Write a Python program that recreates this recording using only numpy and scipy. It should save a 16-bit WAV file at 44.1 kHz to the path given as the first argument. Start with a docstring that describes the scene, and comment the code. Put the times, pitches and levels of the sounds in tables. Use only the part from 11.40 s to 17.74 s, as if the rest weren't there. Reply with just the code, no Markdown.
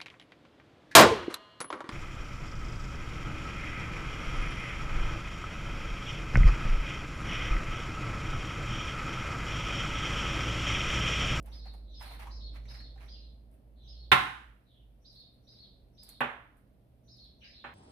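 """A vehicle drones away outside and a fridge hums; a hand rummages in an egg carton while birds chirp.
The egg is knocked open on a bowl's edge, the shell crackles and two duller knocks follow on the table.
Drone, hum and birds are sines with shaken pitch; rubbing, road and air are shaped noise.
Blows are short cracks plus decaying modes. A hard-walled kitchen answers all but background and hiss.
Heard by a phone's two microphones."""
import sys
import numpy as np
from scipy import signal
from scipy.fft import rfft, irfft, next_fast_len
from scipy.io import wavfile
from scipy.ndimage import uniform_filter1d, map_coordinates

SR = 44100
rng = np.random.default_rng(int(sys.argv[2]) if len(sys.argv) > 2 else 0)


def output_pcm(signal):
    """Save a mono or channel-first signal as 16-bit PCM at the path in sys.argv[1].

    Samples are clipped to [-1, 1] before scaling.
    """
    pcm = np.clip(np.atleast_2d(signal).T, -1, 1) * 32767
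    wavfile.write(sys.argv[1], SR, np.round(pcm).astype(np.int16))


N = 279594


def amp(db):
    """Gain of a level in dB."""
    return 10 ** (np.asarray(db) / 20)


def pan(db):
    """Left and right gains whose levels differ by db."""
    return amp(np.array([[.5], [-.5]]) * db)


def unit(x):
    """x at rms 1."""
    return x / np.sqrt(np.mean(x ** 2) + 1e-20)


def along(points, hz):
    """Interpolates (frequency [Hz], value) points on a log frequency axis."""
    f, v = np.transpose(points)
    return np.interp(np.log(hz + 1), np.log(f + 1), v)


def curves(rows):
    """One value per sample for each column after the time."""
    s, *cols = np.transpose(rows)
    return [np.interp(np.arange(N) / SR, s, c) for c in cols]


def wobble(rate_hz):
    """A smooth random curve with rate_hz knots a second."""
    knots = rng.standard_normal(int(N * rate_hz / SR) + 4)
    return map_coordinates(knots, [np.arange(N) * rate_hz / SR])


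def filtered(x, response):
    """x shaped by a gain response of frequency, zero phase."""
    m = next_fast_len(x.shape[-1] + 8192)
    spectrum = rfft(x, m) * response(np.fft.rfftfreq(m, 1 / SR))
    return irfft(spectrum, m)[..., :x.shape[-1]]


def causal(points, size=4096):
    """Minimum-phase pulse of unit energy: the given spectrum, packed after its start."""
    hz = np.fft.rfftfreq(size, 1 / SR)
    cepstrum = irfft(np.log(amp(along(points, hz)) + 1e-6))
    cepstrum[1:size // 2] *= 2
    cepstrum[size // 2 + 1:] = 0
    pulse = irfft(np.exp(rfft(cepstrum)))
    return pulse / np.linalg.norm(pulse)


# left-right correlation of diffuse sound: (frequency [Hz], correlation [-1..1])
LIKENESS = [(60, 0.9), (130, 0.81), (290, .85), (640, .5), (1400, 0.024), (15000, .03)]


def rush(spectrum):
    """Stereo noise of rms 1, alike in the bass and unrelated in the treble."""
    def turn(hz):
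        return np.arccos(np.clip(along(LIKENESS, hz), -1, 1)) / 2

    def mid_side(hz):
        return amp(along(spectrum, hz)) * [np.cos(turn(hz)), np.sin(turn(hz))]

    mid, side = filtered(rng.standard_normal((2, N)), mid_side)
    return unit(np.array([mid + side, mid - side]))


def add(out, x, s):
    """Mixes x into out from time s."""
    part = out[:, max(round(s * SR), 0):][:, :x.shape[1]]
    part += x[:, :part.shape[1]]


# reverberation of the hard-walled room: (frequency [Hz], t60 [s])
ROOM_T60 = [(100, 0.43), (500, .52), (1500, 0.55), (4000, 0.49), (10000, 0.56), (16000, 0.3)]


def kitchen(x, direct_db, early_db, early_t60):
    """Direct sound, a quick cluster of near reflections and a tail that decays per frequency."""
    size = SR * 4 // 7
    hz, t, z = signal.stft(rng.standard_normal((2, size)), SR, nperseg=256)
    decay = amp(-60 * t / along(ROOM_T60, hz)[:, None])
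    tail = signal.istft(z * decay, SR, nperseg=256)[1][:, :size]
    t = np.arange(size) / SR
    early = amp(early_db - 60 * t / early_t60) * rng.standard_normal((2, size))
    mid, side = (tail + early) * (1 - np.exp(-t / 0.0021))

    def likeness(hz):
        return np.clip(along(LIKENESS, hz), -1, 1)

    mid = filtered(mid, lambda hz: np.sqrt(1 + likeness(hz)))
    side = filtered(side, lambda hz: np.sqrt(1 - likeness(hz)))
    answer = np.array([mid + side, mid - side])
    answer /= np.linalg.norm(answer[0])
    answer[:, 0] += amp(direct_db)
    return signal.fftconvolve(np.atleast_2d(x), answer, axes=1)


def blows(events, colour, modes, ring_db, direct_db, early_db, early_t60):
    """Each blow is one crack in the room, plus the decaying modes of the thing struck."""
    out, t = np.zeros((2, N)), np.arange(SR * 4 // 7) / SR
    onset = 1 - np.exp(-t / 0.0026)
    for s, db, pan_db in events:
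        sound = kitchen(causal(colour), direct_db, early_db, early_t60)[:, :len(t)]
        for hz, level_db, t60 in modes:
            # phases differ between the sides where the sound is less alike
            spread = (1 - along(LIKENESS, hz)) * rng.normal(0, 1.2, (2, 1))
            phase = rng.uniform(0, 2 * np.pi) + spread
            ring = amp(ring_db + level_db - 60 * t / t60) * onset
            sound += ring * np.sin(2 * np.pi * hz * t + phase)
        add(out, amp(db) * pan(pan_db) * sound, s)
    return out


# vehicle drawing away, low tone fading in and out: (time [s], firing tone [Hz], mean level [dB])
DRONE = [(0, 53.34, -44.5), (.45, 52.63, -49.5), (.95, 53.28, -41.5), (1.45, 53.67, -44.5),
         (1.92, 54.23, -49.5), (2.21, 54.38, -56.5), (2.52, 55.3, -50), (2.75, 58.7, -51.5),
         (2.95, 58.47, -64.5), (3.11, 55.2, -53), (3.25, 52.14, -75.5), (3.45, 52.3, -56.5),
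         (4.06, 50.5, -80.5), (4.4, 46.63, -61), (5.0, 49.94, -71), (5.6, 55, -76), (5.85, 55, -61.5),
         (6.04, 64, -79), (6.25, 61.2, -65)]
# firing tone and neighbours: (multiple of firing tone, relative level [dB])
ORDERS = [(.75, -21), (0.999, -0.5), (1.252, -19.5), (2.001, -24)]


def vehicle_drone():
    """An engine's firing tone and weak neighbours, wavering in pitch and level."""
    hz, level_db = curves(DRONE)
    turns = 2 * np.pi * np.cumsum(hz + 0.8 * wobble(8.6)) / SR
    level = np.sqrt(2) * amp(level_db + 2.2 * wobble(2.7))
    return level * sum(amp(db) * np.sin(k * turns) for k, db in ORDERS)


# fridge tones: (frequency [Hz], mean level [dB])
HUM = [(120, -70), (195, -80.5)]


def fridge_hum():
    """Sines, each wavering slightly in pitch and more in level."""
    hum = 0
    for hz, db in HUM:
        level = np.sqrt(2) * amp(db + 3.8 * wobble(5))
        hum = hum + level * np.sin(2 * np.pi * np.cumsum(hz + .4 * wobble(6)) / SR)
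    return hum


# road rumble: (time [s], level [dB])
ROAD_LEVEL = [(0, -56), (.5, -60.5), (1, -57.5), (2.2, -62), (2.75, -61), (3.2, -66.5), (4.3, -62.5),
              (5.3, -63.5), (6.34, -62.5)]
# road rumble spectrum: (frequency [Hz], relative level [dB])
ROAD_COLOUR = [(15, -41.5), (25, -14), (38, -13), (59, -2), (72, -2.5), (82, -15.5), (123, -8.5),
               (143, -13.5), (266, -14), (388, -22), (648, -20.5), (706, -25), (1500, -50), (1950, -76.5),
               (3300, -120)]


def road_rumble():
    """Low noise whose level follows the traffic and flutters slightly."""
    level_db, = curves(ROAD_LEVEL)
    return amp(level_db + 0.19 * wobble(27)) * rush(ROAD_COLOUR)


# still air spectrum: (frequency [Hz], relative level [dB])
AIR_COLOUR = [(600, -28.5), (1000, -3), (1600, -4.5), (2800, -7), (4000, -9), (7000, -19.5), (10000, -11),
              (13000, -11.5), (16000, -16)]
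AIR_DB = -81.5


def background():
    """Drone, hum and rumble lean to the right in level; still air is an even noise floor."""
    tones = vehicle_drone() + fridge_hum()
    return (tones + road_rumble()) * pan(-2.2) + amp(AIR_DB) * rush(AIR_COLOUR)


# ticks of shell and carton, and the sharp onset of the first table knock:
# (time [s], strength [dB], left-right [dB])
TICKS = [(0.0272, -56, 5), (0.0603, -53, 12), (0.3381, -62, -1.5), (0.5993, -63, 7), (0.6264, -47, -1.5),
         (1.1381, -67, 3), (1.659, -59, 7), (2.1146, -67, -4), (3.7272, -64, 1.5), (4.6339, -43, -7),
         (4.691, -37.5, -6), (4.6991, -44, 4), (4.807, -40, -1), (5.1696, -66, -3.5), (5.7697, -65.5, -4),
         (5.8442, -65.5, -8)]
# tick spectrum: (frequency [Hz], relative level [dB])
TICK_COLOUR = [(700, -43), (1500, -32), (4000, -18), (7000, -10.5), (10000, 0.5), (14000, -4.5),
               (16500, -9.5)]


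def ticks():
    """Tiny decaying noise snaps, answered mostly by near reflections."""
    out, t = np.zeros((2, N)), np.arange(SR // 50) / SR
    for s, db, pan_db in TICKS:
        grain = rng.standard_normal(len(t)) * amp(-60 * t / 0.0096)
        snap = np.convolve(grain, causal(TICK_COLOUR))
        sound = kitchen(snap / np.abs(snap).max(), direct_db=0, early_db=16, early_t60=.08)
        add(out, amp(db) * pan(pan_db) * sound, s)
    return out


# finger strokes on carton and shell, drive levels before clumping:
# (time of full pressure [s], held [s], pulp body level [dB], dry hiss level [dB])
STROKES = [(0.058, .1, -75.5, -73.5), (0.258, 0.018, -71.5, -76), (.34, 0.0077, -86, -72),
           (0.613, 0.13, -63, -61.5), (0.799, 0.023, -63, -63.5), (.86, .01, -68.5, -78),
           (1.149, 0.015, -67.5, -71.5), (1.298, 0.076, -70, -72), (1.602, 0.038, -69, -74),
           (2.13, 0.011, -88, -76.5), (3.73, 0.073, -97, -78), (3.94, .01, -100, -84),
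           (4.119, 0.13, -90, -85), (4.632, 0.0093, -81.5, -65), (4.689, .01, -74.5, -64),
           (5.18, 0.016, -98, -80.5), (5.77, 0.095, -96.5, -86)]
# pulp body spectrum: (frequency [Hz], relative level [dB])
PULP_COLOUR = [(250, -25), (500, -8), (800, 0), (1400, -4), (2200, -3), (3200, -10), (5000, -17),
               (7000, -26), (9000, -40)]
# dry hiss spectrum: (frequency [Hz], relative level [dB])
HISS_COLOUR = [(4000, -9), (6500, -33), (8000, -3.5), (10000, 3.5), (13000, -2.5), (15500, -3)]
PRESS_DB_PER_S, LIFT_DB_PER_S = 900, 246  # stroke swell and decay rates


def rubbing():
    """Clumped friction grains excite the pulp's body, which fills the room, and a dry hiss."""
    t = np.arange(N) / SR
    body_level, hiss_level = np.zeros((2, N))
    for s, held, body_db, hiss_db in STROKES:
        slope_db = np.maximum(PRESS_DB_PER_S * (s - t), LIFT_DB_PER_S * (t - s - held))
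        drop_db = np.maximum(slope_db, 0)
        body_level += amp(body_db - drop_db)
        hiss_level += amp(hiss_db - drop_db)
    clumps = wobble(60)  # shared by body and hiss
    body = body_level * amp(2.33 * clumps + 0.5 * wobble(300)) * rush(PULP_COLOUR) * pan(-3)
    hiss = hiss_level * amp(1.5 * clumps + 0.83 * wobble(400)) * rush(HISS_COLOUR)
    return kitchen(body, direct_db=8, early_db=-3, early_t60=.08)[:, :N] + hiss


BUZZ_HZ = 200  # rms pitch shake at buzz share 1


def note(shape, hz, db):
    """A sine following a pitch and level outline, pitch shaken fast; returns start and samples."""
    s, share, level_db, buzz = np.transpose(shape)
    t = np.arange(s[0], s[-1], 1 / SR)
    shake = unit(uniform_filter1d(rng.standard_normal(len(t)), size=60))
    pitch = hz * np.interp(t, s, share) + BUZZ_HZ * np.interp(t, s, buzz) * shake
    level = amp(db + np.interp(t, s, level_db))
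    return s[0], level * np.sin(2 * np.pi * np.cumsum(pitch) / SR)


# two-note chirps: (time [s], first note [Hz], second note [Hz], first level [dB], second level [dB])
CHIRPS = [(.115, 5105, 4404, -48, -50.5), (0.534, 5130, 4280, -49.5, -49.5),
          (0.901, 5265, 4306, -47.5, -46.5), (1.276, 5160, 4300, -45, -48), (1.677, 4972, 4240, -47, -56.5),
          (2.467, 5096, 4314, -49, -53.5), (3.644, 5030, 4347, -51, -49), (4.068, 4990, 4340, -50.5, -50),
          (4.57, 5020, 4290, -50, -52), (5.676, 5240, 4345, -51, -50), (6.029, 5084, 4154, -49.5, -49.5)]
# note outlines, hoarse in the glides, clearer on the held pitch:
# (time from chirp start [s], share of note pitch, relative level [dB], share of buzz)
LEAD_IN = [(-.045, 1.15, -31, 1.2), (-.02, 1.13, -22, 1.2), (.03, 1.16, -22, 1.2), (.07, 1.05, -28, 1.2)]
FIRST_NOTE = [(0, .71, -8, .8), (.005, .76, -1, 1), (.012, .95, -2, 1.2), (.017, 1, -4, .3),
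              (.05, 1, -8, .3), (.062, .88, -8, 1.3), (.085, .76, -10, 1), (.095, .74, -25, .8)]
SECOND_NOTE = [(.1, .85, -16, 1), (.106, .88, -3, 1.2), (.116, 1, -2, .6), (.147, 1.0, -4, .6),
               (.165, .9, -5, 1.3), (.185, .83, -10, 1), (.195, .82, -25, .8)]
# second bird's hoarse falling calls:
# (time [s], length [s], start pitch [Hz], end pitch [Hz], level [dB], share of buzz)
FALLING_CALLS = [(0.451, 0.19, 4020, 3220, -58.5, 1.14), (1.708, 0.066, 3790, 2900, -60, 1.34),
                 (2.358, 0.19, 3990, 3126, -62, 1.32), (3.251, 0.15, 4025, 3050, -66.5, 1.1),
                 (6.005, .05, 3000, 2093, -51, 1.98)]


def birds():
    """Chirps and falling calls come in through a window, so mostly their echoes arrive."""
    calls = []
    for s, first_hz, second_hz, first_db, second_db in CHIRPS:
        notes = [(LEAD_IN, first_hz, first_db), (FIRST_NOTE, first_hz, first_db),
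                 (SECOND_NOTE, second_hz, second_db)]
        calls.append((s, notes))
    for s, length, start_hz, end_hz, db, buzz in FALLING_CALLS:
        quarter_hz = (3 * start_hz + end_hz) / 4
        glide = [(0, start_hz, -10, buzz), (length / 4, quarter_hz, 0, buzz),
                 (length, end_hz, -4, buzz), (length + .01, end_hz, -30, buzz)]
        calls.append((s, [(glide, 1, db)]))  # pitch already in Hz
    out = np.zeros((2, N))
    for s, notes in calls:
        voice = np.zeros((1, SR // 3))
        first = notes[0][0][0][0]  # earliest point of the first outline
        for shape, hz, db in notes:
            start, samples = note(shape, hz, db)
            add(voice, samples[None], start - first)
        add(out, kitchen(voice, direct_db=-18, early_db=-8, early_t60=.15), s + first)
    return out * pan(-1.4)


# hollow taps and scrapes on the carton: (time [s], strength [dB], left-right [dB], strongest [Hz])
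TAPS = [(.075, -32, 1, 860), (0.258, -31.5, -1, 776), (.339, -31, -4, 780), (.61, -25, 2, 850),
        (.618, -28.5, -9, 1430), (.71, -28, 5, 795), (.795, -26, 3, 860), (0.81, -32, -7, 2094),
        (.825, -31, 3, 894), (.835, -36, 4, 1000), (.857, -32, -3, 830), (.871, -22.5, 0.5, 1020),
        (1.142, -43.5, -12, 1194), (1.159, -36, -11, 2060), (1.255, -37.5, -9, 2100),
        (1.31, -42, -13, 1720), (1.344, -30.5, -11, 1900), (1.404, -32, -5, 1920), (1.56, -36.5, 0, 776),
        (1.578, -40.5, -10, 1777), (1.608, -38, -12, 2370), (1.63, -38, -3, 2200), (1.664, -41, -7, 2140)]
# tap spectrum: (multiple of strongest frequency, relative level [dB])
TAP_COLOUR = [(.3, -30), (.75, -12), (1.0, 0), (1.3, -12), (2.5, -24), (20, -42)]
# carton modes: (frequency [Hz], relative level [dB], t60 [s])
CARTON_MODES = [(798, 8, 0.15), (990, 1, 0.088), (1450, -2, 0.02), (2210, -14, 0.025), (2900, -8, 0.024)]


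def taps():
    """Each tap favours the band of the cell that it hits; the carton's modes ring briefly."""
    out = np.zeros((2, N))
    for s, db, pan_db, strongest_hz in TAPS:
        colour = [(k * strongest_hz, level_db) for k, level_db in TAP_COLOUR]
        out += blows([(s, db, pan_db)], colour, CARTON_MODES,
                     ring_db=-42, direct_db=-6.0, early_db=14.0, early_t60=0.079)
    return out


# blow on the bowl's edge: (time [s], strength [dB], left-right [dB])
EGG = [(2.7168, 16.5, -1)]
# crack spectrum: (frequency [Hz], relative level [dB])
EGG_COLOUR = [(35, -41), (60, -14), (140, -7), (200, -16), (310, -12), (389, -18), (636, -23), (750, -7.5),
              (1100, -5.5), (1500, -2.5), (2140, -7.5), (3900, -12.5), (4400, -24.5), (7000, -35.5),
              (10500, -33), (16500, -43)]
# bowl modes: (frequency [Hz], relative level [dB], t60 [s])
BOWL_MODES = [(126, -9, .3), (380, -13, .25), (575, -13, .3), (753, -4, .38), (871, -4, .5),
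              (1043, -2, .42), (1084, 0, .36), (1234, -5, .25), (1354, 0, .25), (1518, -1, .25),
              (1696, -5, .25), (2100, -6, .35), (2635, -4, .18), (3560, 6, .06)]


def egg_crack():
    """The egg's blow is a bright crack that rings the bowl's modes."""
    return blows(EGG, EGG_COLOUR, BOWL_MODES,
                 ring_db=-38.5, direct_db=-17.0, early_db=12, early_t60=.1)


# duller knocks on the table: (time [s], strength [dB], left-right [dB])
KNOCKS = [(4.806, 3.5, -1), (6.242, -12, 0)]
# knock spectrum: (frequency [Hz], relative level [dB])
KNOCK_COLOUR = [(60, -67), (100, -29), (250, -13), (400, -9.5), (600, -10), (900, -3), (1700, -4),
                (2500, -10), (3500, -16.5), (4700, -40.5), (7000, -44.5), (9500, -48), (13000, -68),
                (16500, -51)]
# table modes: (frequency [Hz], relative level [dB], t60 [s])
TABLE_MODES = [(135, -10, .3), (245, -7, .3), (575, -5, .3), (800, -2, .25), (1280, -3, .22),
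               (1505, -3, .22), (1770, 0, .2), (2475, -5, .2)]


def table_knocks():
    """Knocks with less treble that ring the table's modes."""
    return blows(KNOCKS, KNOCK_COLOUR, TABLE_MODES,
                 ring_db=-34.5, direct_db=-14.5, early_db=5.0, early_t60=0.25)


# phone's body between its ports: (frequency [Hz], left-right [dB])
SHADOW = [(200, -1), (700, -1), (2000, -5), (4400, 1), (8000, -2), (13000, 8.5)]


def body_shadow(x):
    """The phone's body tilts the left-right balance with frequency."""
    return filtered(x, lambda hz: pan(along(SHADOW, hz)))


def scene():
    """Everything at the two microphones; the background arrives 9 samples earlier on the left."""
    struck = body_shadow(egg_crack() + table_knocks())
    left, right = background()
    ambience = np.array([left, np.roll(right, 9)])
    return ambience + ticks() + rubbing() + birds() + taps() + struck


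def record(dry):
    """The phone's response drops 22 dB near the top and keeps nothing above its band limit."""
    shelf_hz, top_hz = 15500, 16650
    return filtered(dry, lambda hz: amp(-22 * (hz > shelf_hz)) * (hz < top_hz))


dry = scene()
out = record(dry)
output_pcm(out)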